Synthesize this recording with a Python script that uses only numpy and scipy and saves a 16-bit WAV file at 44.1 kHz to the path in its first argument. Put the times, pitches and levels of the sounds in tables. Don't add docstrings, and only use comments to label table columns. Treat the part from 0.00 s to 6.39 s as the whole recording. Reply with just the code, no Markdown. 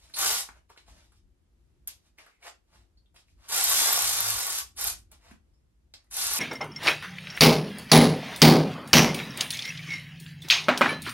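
import sys
import numpy as np
from scipy import signal
from scipy.fft import rfft, irfft, next_fast_len
from scipy.io import wavfile
from scipy.ndimage import map_coordinates

SR = 44100
rng = np.random.default_rng(int(sys.argv[2]) if len(sys.argv) > 2 else 0)


def gain_from_db(level_db):
    decades = np.asarray(level_db, float) / 20
    return 10 ** decades


def master_out(mix):
    frames = np.transpose(np.atleast_2d(mix))
    ceiling = np.clip(frames, -1, 1)
    pcm = np.round(ceiling * 32767).astype(np.int16)
    wavfile.write(sys.argv[1], SR, pcm)


N = 281799

# time_s, level_db
GEAR_LOAD = [
    [(.13, -66), (.152, -56), (.162, -40), (.18, -33), (.208, -28), (.334, -28), (.402, -34), (.52, -87)],
    [(3.47, -73), (3.49, -40), (3.504, -40), (3.524, -29.5), (3.792, -25.5), (4.162, -30), (4.604, -35.5),
     (4.636, -63), (4.72, -75)],
    [(4.75, -79), (4.774, -43.5), (4.818, -34), (4.874, -31.5), (4.928, -44.5), (5.02, -85)],
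    [(6.09, -110), (6.112, -49.5), (6.144, -41), (6.174, -33), (6.39, -32)],
]
# time_s, speed_turns_per_s
SPINDLE_SPEED = [
    [(.135, 1), (.165, 38.7), (.2, 52.8), (.28, 64.4), (.42, 40.9), (.46, 30)],
    [(3.478, 1), (3.51, 42.2), (3.6, 65.5), (3.8, 70.3), (3.92, 70.3), (4.07, 54.4), (4.32, 51.5),
     (4.6, 32.2), (4.66, 15)],
    [(4.757, 1), (4.8, 28.1), (4.9, 42.3), (4.96, 20)],
    [(6.104, 1), (6.16, 22.3), (6.2, 31.3), (6.3, 30.3), (6.39, 43.4)],
]
# pulled_s, released_s, first_slap_s
TRIGGER_TIMES = [(.139, .43, .1865), (3.482, 4.62, 3.52), (4.762, 4.92, 4.8108), (6.108, 6.39, 6.168)]
# housing_db (over the gears), chatter_db
GRIP_BALANCE = [(-11.5, -8), (-12.5, 5.5), (-13, 4.5), (-14.5, 0)]
# at_pull_db, held_db
WHISTLE_LEVELS = [(-46, -68), (-48, -67), (-51, -50), (-51, -43)]
# frequency_hz, density_db
GEAR_SPECTRUM = [(100, -37.5), (300, -19.5), (700, -25.5), (2000, -7.5), (5500, 1), (7500, 0), (9500, -2),
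                 (12000, -2), (13500, -1), (15500, -7), (17000, -7)]
# centre_hz, width_hz, level_db
GEARBOX_MODES = [(1980, 990, -11.5), (3430, 32, -13.5), (3810, 510, -13), (5270, 850, -24), (8420, 59, 3.5),
                 (12400, 900, 6)]
# centre_hz, width_hz, level_db
HOUSING_MODES = [(420, 52, -1), (776, 41, 3.5), (1125, 50, -3), (1454, 53, 4.5)]
# centre_hz, width_hz, level_db
SOCKET_MODES = [(11400, 2200, -4.5), (13900, 650, 8), (14200, 710, -10.5), (5940, 3300, -19.5)]
# centre_hz, width_hz, level_db
STAND_MODES = [(105, 16, 0), (141, 8, -5)]
TURN_SLAP_DB = [9, 10.5, 19, 19]
# time_s, peak_db
HARD_SLAP_EVENTS = [(.1865, -16), (3.5609, -14), (3.6398, -10), (3.6975, -10), (3.725, -12), (3.8711, -12),
                    (3.9275, -11), (4.0213, -13), (4.2057, -12), (4.3001, -13), (4.4675, -19),
                    (4.9207, -25)]
# time_s, peak_db
SOCKET_CLICK = (1.8752, -19.5)
# time_s, peak_db, ring_hz, crack_db, t60_s
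TAP_EVENTS = [(0.097, -54.5, 1680, -10.5, 0.049), (0.488, -34.5, 1336, -30.5, 0.023),
              (0.7, -45, 1175, -20, 0.035), (0.762, -50, 1503, -26, 0.028), (0.775, -41, 3310, -34, 0.025),
              (0.88, -47.5, 820, -24, 0.023), (1.12, -62, 1134, -7, 0.067),
              (1.874, -36.5, 6914, -0.5, 0.029), (2.183, -43.5, 2242, -25, 0.056),
              (2.263, -52, 1560, -18, 0.095), (3.143, -59, 723, -12, 0.053), (3.161, -49, 3290, -16, 0.052),
              (3.42, -61, 1210, -14.5, 0.028), (5.116, -57.5, 754, 6, 0.039),
              (5.311, -48, 1980, -15.5, 0.04), (5.938, -36, 4500, -28, 0.03),
              (5.953, -49, 3900, -23, 0.014), (6.043, -68, 1140, -4.5, 0.035),
              (6.068, -67, 1830, -15, 0.031)]
# time_s, peak_db, pitch_hz, t60_s
THUD_EVENTS = [(.097, -62, 240, .03), (0.489, -54, 240, .03), (0.88, -53.5, 240, 0.032),
               (3.161, -61, 240, .03), (4.87, -50.5, 95, .3), (5.314, -37, 230, .03), (.93, -62, 280, .1)]
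# time_s, peak_db, ring_hz, t60_s
TICK_EVENTS = [
    (0.138, -32, 4286, 0.11),
    (2.31, -69, 2224, 0.5),
    (2.425, -49, 2260, 0.11),
    (2.972, -59.5, 4440, 0.063),
    (3.058, -59, 3620, 0.021),
    (3.282, -59, 2450, 0.034),
    (5.535, -75, 5200, .15),
    (5.569, -87, 5270, 0.055),
]
# peak_s, rise_s, fall_s, bright_db, dull_db (over bright)
RUB_EVENTS = [(0, .01, 0.21, -65.5, -5.5), (.12, 0.12, .03, -69, -9), (.575, 0.09, 0.04, -72, 5.5),
              (0.699, 0.013, 0.077, -65.5, -0.5), (0.775, .02, 0.098, -67.5, -1.5),
              (.9, 0.07, 0.29, -64.5, -3), (1.17, 0.1, 0.049, -71.5, -32), (1.878, .006, .13, -56, -13),
              (2.059, 0.084, 0.073, -74, -7), (2.188, 0.02, 0.093, -64.5, 1.5),
              (2.266, 0.13, 0.072, -67.5, 2), (2.35, .08, 0.033, -83, -26), (2.469, 0.075, 0.064, -51.5, 1),
              (2.76, .12, 0.13, -70, -1), (3.163, 0.03, 0.087, -62, -5.5), (3.286, 0.057, 0.11, -77, -12),
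              (3.47, 0.13, .04, -63, -1), (5.121, 0.019, 0.079, -64, -1), (5.3, 0.15, 0.088, -65, 3),
              (5.944, 0.0082, 0.028, -64, -15), (5.97, 0.033, 0.11, -78.5, 3)]
# frequency_hz, density_db
GRIT_SPECTRUM = [(900, -37), (1500, -16.5), (2400, -3), (4500, 0), (8000, -5), (12500, -12), (14500, -12),
                 (17000, -19)]
# frequency_hz, density_db
SOLE_SPECTRUM = [(150, -54.5), (250, -22), (452, -13), (644, -5.5), (793, -8.5), (986, -7.5), (3000, -13),
                 (3900, -46), (6600, -120)]
# frequency_hz, t60_s
GARAGE_DECAY = [(200, 0.27), (1000, 0.21), (5000, 0.21), (14000, 0.18)]
# time_s, level_db
STEP_EVENTS = [(.1, -64), (.3, -58.5), (.56, -61.5), (.97, -55.5), (1.22, -64.5), (1.38, -64), (1.62, -62),
               (1.78, -62), (2.05, -67.5), (2.82, -61.5), (3.1, -63.5), (3.4, -61.5), (3.7, -56),
               (4.08, -54), (4.36, -52), (4.64, -59), (4.9, -49), (5.16, -58.5), (5.36, -63), (5.58, -64.5),
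               (5.84, -68.5), (6.0, -66.5), (6.3, -56.5)]
# frequency_hz, density_db
RUMBLE_SPECTRUM = [(12, -46.5), (20, -23), (55, 2.5), (140, -17.5), (225, -20.5), (261, -25), (362, -21),
                   (400, -39.5), (520, -67), (880, -120)]
# frequency_hz, density_db
AIR_SPECTRUM = [(90, -30), (150, 0), (365, -1), (800, -10), (2000, -15), (6000, -19), (12500, -22),
                (15000, -22), (17000, -30)]

TEETH = 23


def unit(x):
    return x / np.sqrt(np.mean(x ** 2) + 1e-20)


def along(points, hz):
    f, v = np.transpose(points)
    return np.interp(np.log(hz + 1), np.log(f + 1), v)


def curves(rows):
    s, *columns = np.transpose(rows)
    return [np.interp(np.arange(N) / SR, s, column) for column in columns]


def spans(tables):
    rows = []
    for table in tables:
        first, last = table[0], table[-1]
        rows += [(first[0] - .006, -130, *first[2:]), *table, (last[0] + .02, -130, *last[2:])]
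    return curves(rows)


def per_burst(values):
    starts = [table[0][0] - .01 for table in GEAR_LOAD]
    burst = np.searchsorted(starts, np.arange(N) / SR) - 1
    return np.asarray(values)[np.maximum(burst, 0)]


def wobble(rate):
    return map_coordinates(rng.standard_normal(int(N * rate / SR) + 4), [np.arange(N) * rate / SR])


def peaked(s, db, rise, fall):
    t = np.arange(N) / SR - s
    reach = np.maximum(np.where(t < 0, rise, fall), .003)
    return gain_from_db(db - 40 * (t / reach) ** 2)


def filtered(x, response):
    m = next_fast_len(N + SR // 2)
    return irfft(rfft(x, m) * response(np.fft.rfftfreq(m, 1 / SR)), m)[..., :N]


def resonant(modes):
    def response(f):
        total = 0
        for k, (centre, width, db) in enumerate(modes):
            total = total + (-1) ** k * gain_from_db(db) * 1j * f * width / (centre ** 2 - f * f + 1j * f * width)
        return total
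    return response


def noise(spectrum, grain_db=0., channels=1):
    raw = rng.standard_normal((channels, N)) * gain_from_db(grain_db * wobble(600))
    return unit(filtered(raw, lambda hz: gain_from_db(along(spectrum, hz))))


def driver():
    load_db, = spans(GEAR_LOAD)
    turns, = curves(sum(SPINDLE_SPEED, []))
    angle = 2 * np.pi * np.cumsum(turns * (1 + .006 * wobble(25))) / SR
    pulled, released, _ = per_burst(TRIGGER_TIMES).T
    t = np.arange(N) / SR
    powered = np.clip(np.minimum((t - pulled) / .004, (released + .03 - t) / .03), 0, 1)
    tones = rotation_tones(load_db, turns, angle, pulled) + switching_whistle(angle, pulled)
    return gain_from_db(load_db) * gear_noise(angle) + chatter(load_db, angle) + powered * tones


def gear_noise(angle):
    throb = gain_from_db(2 * np.cos(angle) + .8 * wobble(30))
    teeth = noise(GEAR_SPECTRUM, grain_db=2.0)[0]
    hiss = unit(teeth + 0.71 * filtered(teeth, resonant(GEARBOX_MODES))) * throb
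    growl = noise([(100, -14.0), (400, -12.5), (800, 2.5), (1800, -1), (4000, -25)], grain_db=4.0)[0]
    housing_db = per_burst(GRIP_BALANCE).T[0] + wobble(20)
    housing = unit(0.47 * growl + filtered(growl, resonant(HOUSING_MODES))) * throb * gain_from_db(housing_db)
    return hiss + housing


def chatter(load_db, angle):
    chance = .012 * ((1 + np.cos(angle)) / 2) ** 3
    slaps = (rng.random(N) < chance) * rng.standard_normal(N) * gain_from_db(2.5 * wobble(40))
    chatter_db = per_burst(GRIP_BALANCE).T[1]
    return unit(filtered(slaps, resonant(SOCKET_MODES))) * gain_from_db(load_db + chatter_db - 16)


def rotation_tones(load_db, turns, angle, pulled):
    bite_s, full_mesh_turns = 3.88, 45
    mesh_gain = gain_from_db(load_db - 27 + 5 * wobble(30)) * np.minimum(turns / full_mesh_turns, 1) ** 2
    mesh = mesh_gain * np.sin(TEETH * angle)
    bitten = np.clip((np.arange(N) / SR - bite_s) / .03, 0, 1) * (pulled < bite_s)
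    whine = gain_from_db(-39.5 + 1.5 * (turns - 70) - 12 * bitten + 2 * wobble(15)) * np.sin(48.3 * angle)
    shake = bitten * np.abs(resonant(STAND_MODES)(2 * turns)) ** 2
    hum = gain_from_db(load_db - 24 + 2 * wobble(10)) * shake * np.sin(2 * angle)
    return mesh + whine + hum


def switching_whistle(angle, pulled):
    carrier_hz, settle_s = 10000, .04
    t = np.arange(N) / SR
    first_db, held_db = per_burst(WHISTLE_LEVELS).T
    level_db = held_db + (first_db - held_db) * np.exp(-np.maximum(t - pulled, 0) / settle_s)
    carrier = np.sin(2 * np.pi * carrier_hz * t)
    return gain_from_db(level_db + 6 + 2 * wobble(60)) * carrier * np.cos(TEETH * angle)


def knocks():
    turned = np.cumsum(curves(sum(SPINDLE_SPEED, []))[0]) / SR
    _, released, first = per_burst(TRIGGER_TIMES).T
    clock = np.arange(N) / SR
    whole = np.diff(np.floor(turned - np.interp(first, clock, turned)), prepend=0) > 0
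    at = np.flatnonzero(whole & (clock >= first) & (clock < released))
    scatter_db = 3 * rng.exponential(size=len(at))
    slap_db = (spans(GEAR_LOAD)[0] + per_burst(TURN_SLAP_DB))[at] - scatter_db
    out, t = np.zeros(N + 400), np.arange(400) / SR
    rebound = .8 * (t > .005) * gain_from_db(-60 * np.abs(t - .005) / .004)
    fade = gain_from_db(-60 * t / .004) + rebound
    for s, db in [SOCKET_CLICK, *HARD_SLAP_EVENTS, *zip(clock[at], slap_db)]:
        out[round(s * SR):][:len(t)] += gain_from_db(db - 6) * unit(fade * rng.standard_normal(len(t)))
    return filtered(out[:N], resonant(SOCKET_MODES))


def taps():
    out, t = np.zeros(N + SR), np.arange(SR // 5) / SR
    for s, db, ring_hz, crack_db, t60 in TAP_EVENTS:
        draw = rng.standard_normal((2, len(t)))
        fade = gain_from_db(-60 * t / max(t60, .004))
        ring = np.sin(2 * np.pi * ring_hz * t + .007 * np.sqrt(ring_hz) * np.cumsum(draw[0]))
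        crack = gain_from_db(crack_db + 0.5) * np.gradient(draw[1]) * (gain_from_db(-60 * t / 0.033) + 0.9 * fade)
        out[round(s * SR):][:len(t)] += gain_from_db(db) * (ring * fade * (1 - np.exp(-t / 0.00081)) + crack)
    for s, db, hz, t60 in THUD_EVENTS:
        fade = gain_from_db(db - 60 * t / t60) * (1 - np.exp(-t / 0.0022))
        out[round(s * SR):][:len(t)] += fade * np.sin(2 * np.pi * hz * t)
    for s, db, ring_hz, t60 in TICK_EVENTS:
        ring = np.sin(2 * np.pi * ring_hz * t + .17 * np.cumsum(rng.standard_normal(len(t))))
        out[round(s * SR):][:len(t)] += gain_from_db(db - 60 * t / t60) * (1 - np.exp(-t / 0.0016)) * ring
    return out[:N]


def scuffs():
    strokes = np.array([peaked(s, db, rise, fall) for s, rise, fall, db, _ in RUB_EVENTS])
    dull = gain_from_db(np.transpose(RUB_EVENTS)[4]) @ strokes
    grit = strokes.sum(0) * noise(GRIT_SPECTRUM, grain_db=2.5)[0]
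    body = dull * noise(SOLE_SPECTRUM, grain_db=2.5)[0]
    return gain_from_db(1.5 * wobble(40)) * (grit + body)


def garage(x, count=4):
    slot = np.arange(N) / SR / .1 % count
    wet = np.zeros((2, N))
    for k in range(count):
        away = np.abs((slot - k + count / 2) % count - count / 2)
        share = np.cos(np.pi / 2 * np.minimum(away, 1))
        hz, t, z = signal.stft(rng.standard_normal((2, SR // 3)), SR, nperseg=256)
        decay = gain_from_db(-60 * t / along(GARAGE_DECAY, hz)[:, None])
        tail = signal.istft(z * decay, SR, nperseg=256)[1]
        delayed = np.pad(x * share, (130, 0))[None]
        wet += signal.oaconvolve(delayed, tail / np.linalg.norm(tail[0]), axes=1)[:, :N]
    return wet


def floor():
    shared, own = noise(RUMBLE_SPECTRUM, channels=2)
    swell = gain_from_db(-69) + sum(peaked(s, db, 0.23, 0.23) for s, db in STEP_EVENTS)
    ports = np.array([0.81 * shared + 0.18 * own, 0.63 * shared - 0.16 * own])
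    rumble = swell * gain_from_db(1.7 * wobble(14)) * ports
    return rumble + gain_from_db(-77.5 + wobble(6)) * noise(AIR_SPECTRUM, channels=2)


def scene():
    near, slaps = driver() + taps() + scuffs(), knocks()
    lag_s = 4 / SR
    sides = np.array([[1], [-1]])
    direct = filtered(near + slaps, lambda hz: np.exp(-1j * np.pi * hz * lag_s * sides))
    return gain_from_db(0.5) * direct + gain_from_db(0.5) * garage(near + gain_from_db(-7.5) * slaps) + floor()


def low_pass(x):
    return signal.sosfilt(signal.butter(12, 16540, fs=SR, output="sos"), x)


def record(dry):
    hz, t, z = signal.stft(np.array([dry[0] + dry[1], dry[0] - dry[1]]) / 2, SR, nperseg=1024)
    hz = hz[:, None]

    def blocks(draw):
        return np.repeat(draw(len(t)), 2)[:len(t)]

    def edge(middle_hz, wander_hz):
        return middle_hz + wander_hz * np.round(blocks(rng.standard_normal))

    level = np.abs(z[0, 100:]).max(axis=0)
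    loud = level > gain_from_db(-62)
    attack = level > gain_from_db(17) * np.roll(level, 1)
    blip = loud & (blocks(rng.random) < .13) & (hz > 15300) & (hz < 15900)
    z[0] *= (hz < edge(12500, 300) + 600 * loud) | blip | attack
    below_gap = hz < edge(7750, 40)
    above_gap = (hz > edge(11650, 60)) & (hz < np.minimum(edge(15500, 400), 15900))
    z[1] *= below_gap | above_gap | attack
    mid, side = signal.istft(z, SR, nperseg=1024)[1][:, :N]
    return low_pass(np.array([mid + side, mid - side]))


dry = scene()
out = record(dry)
master_out(out)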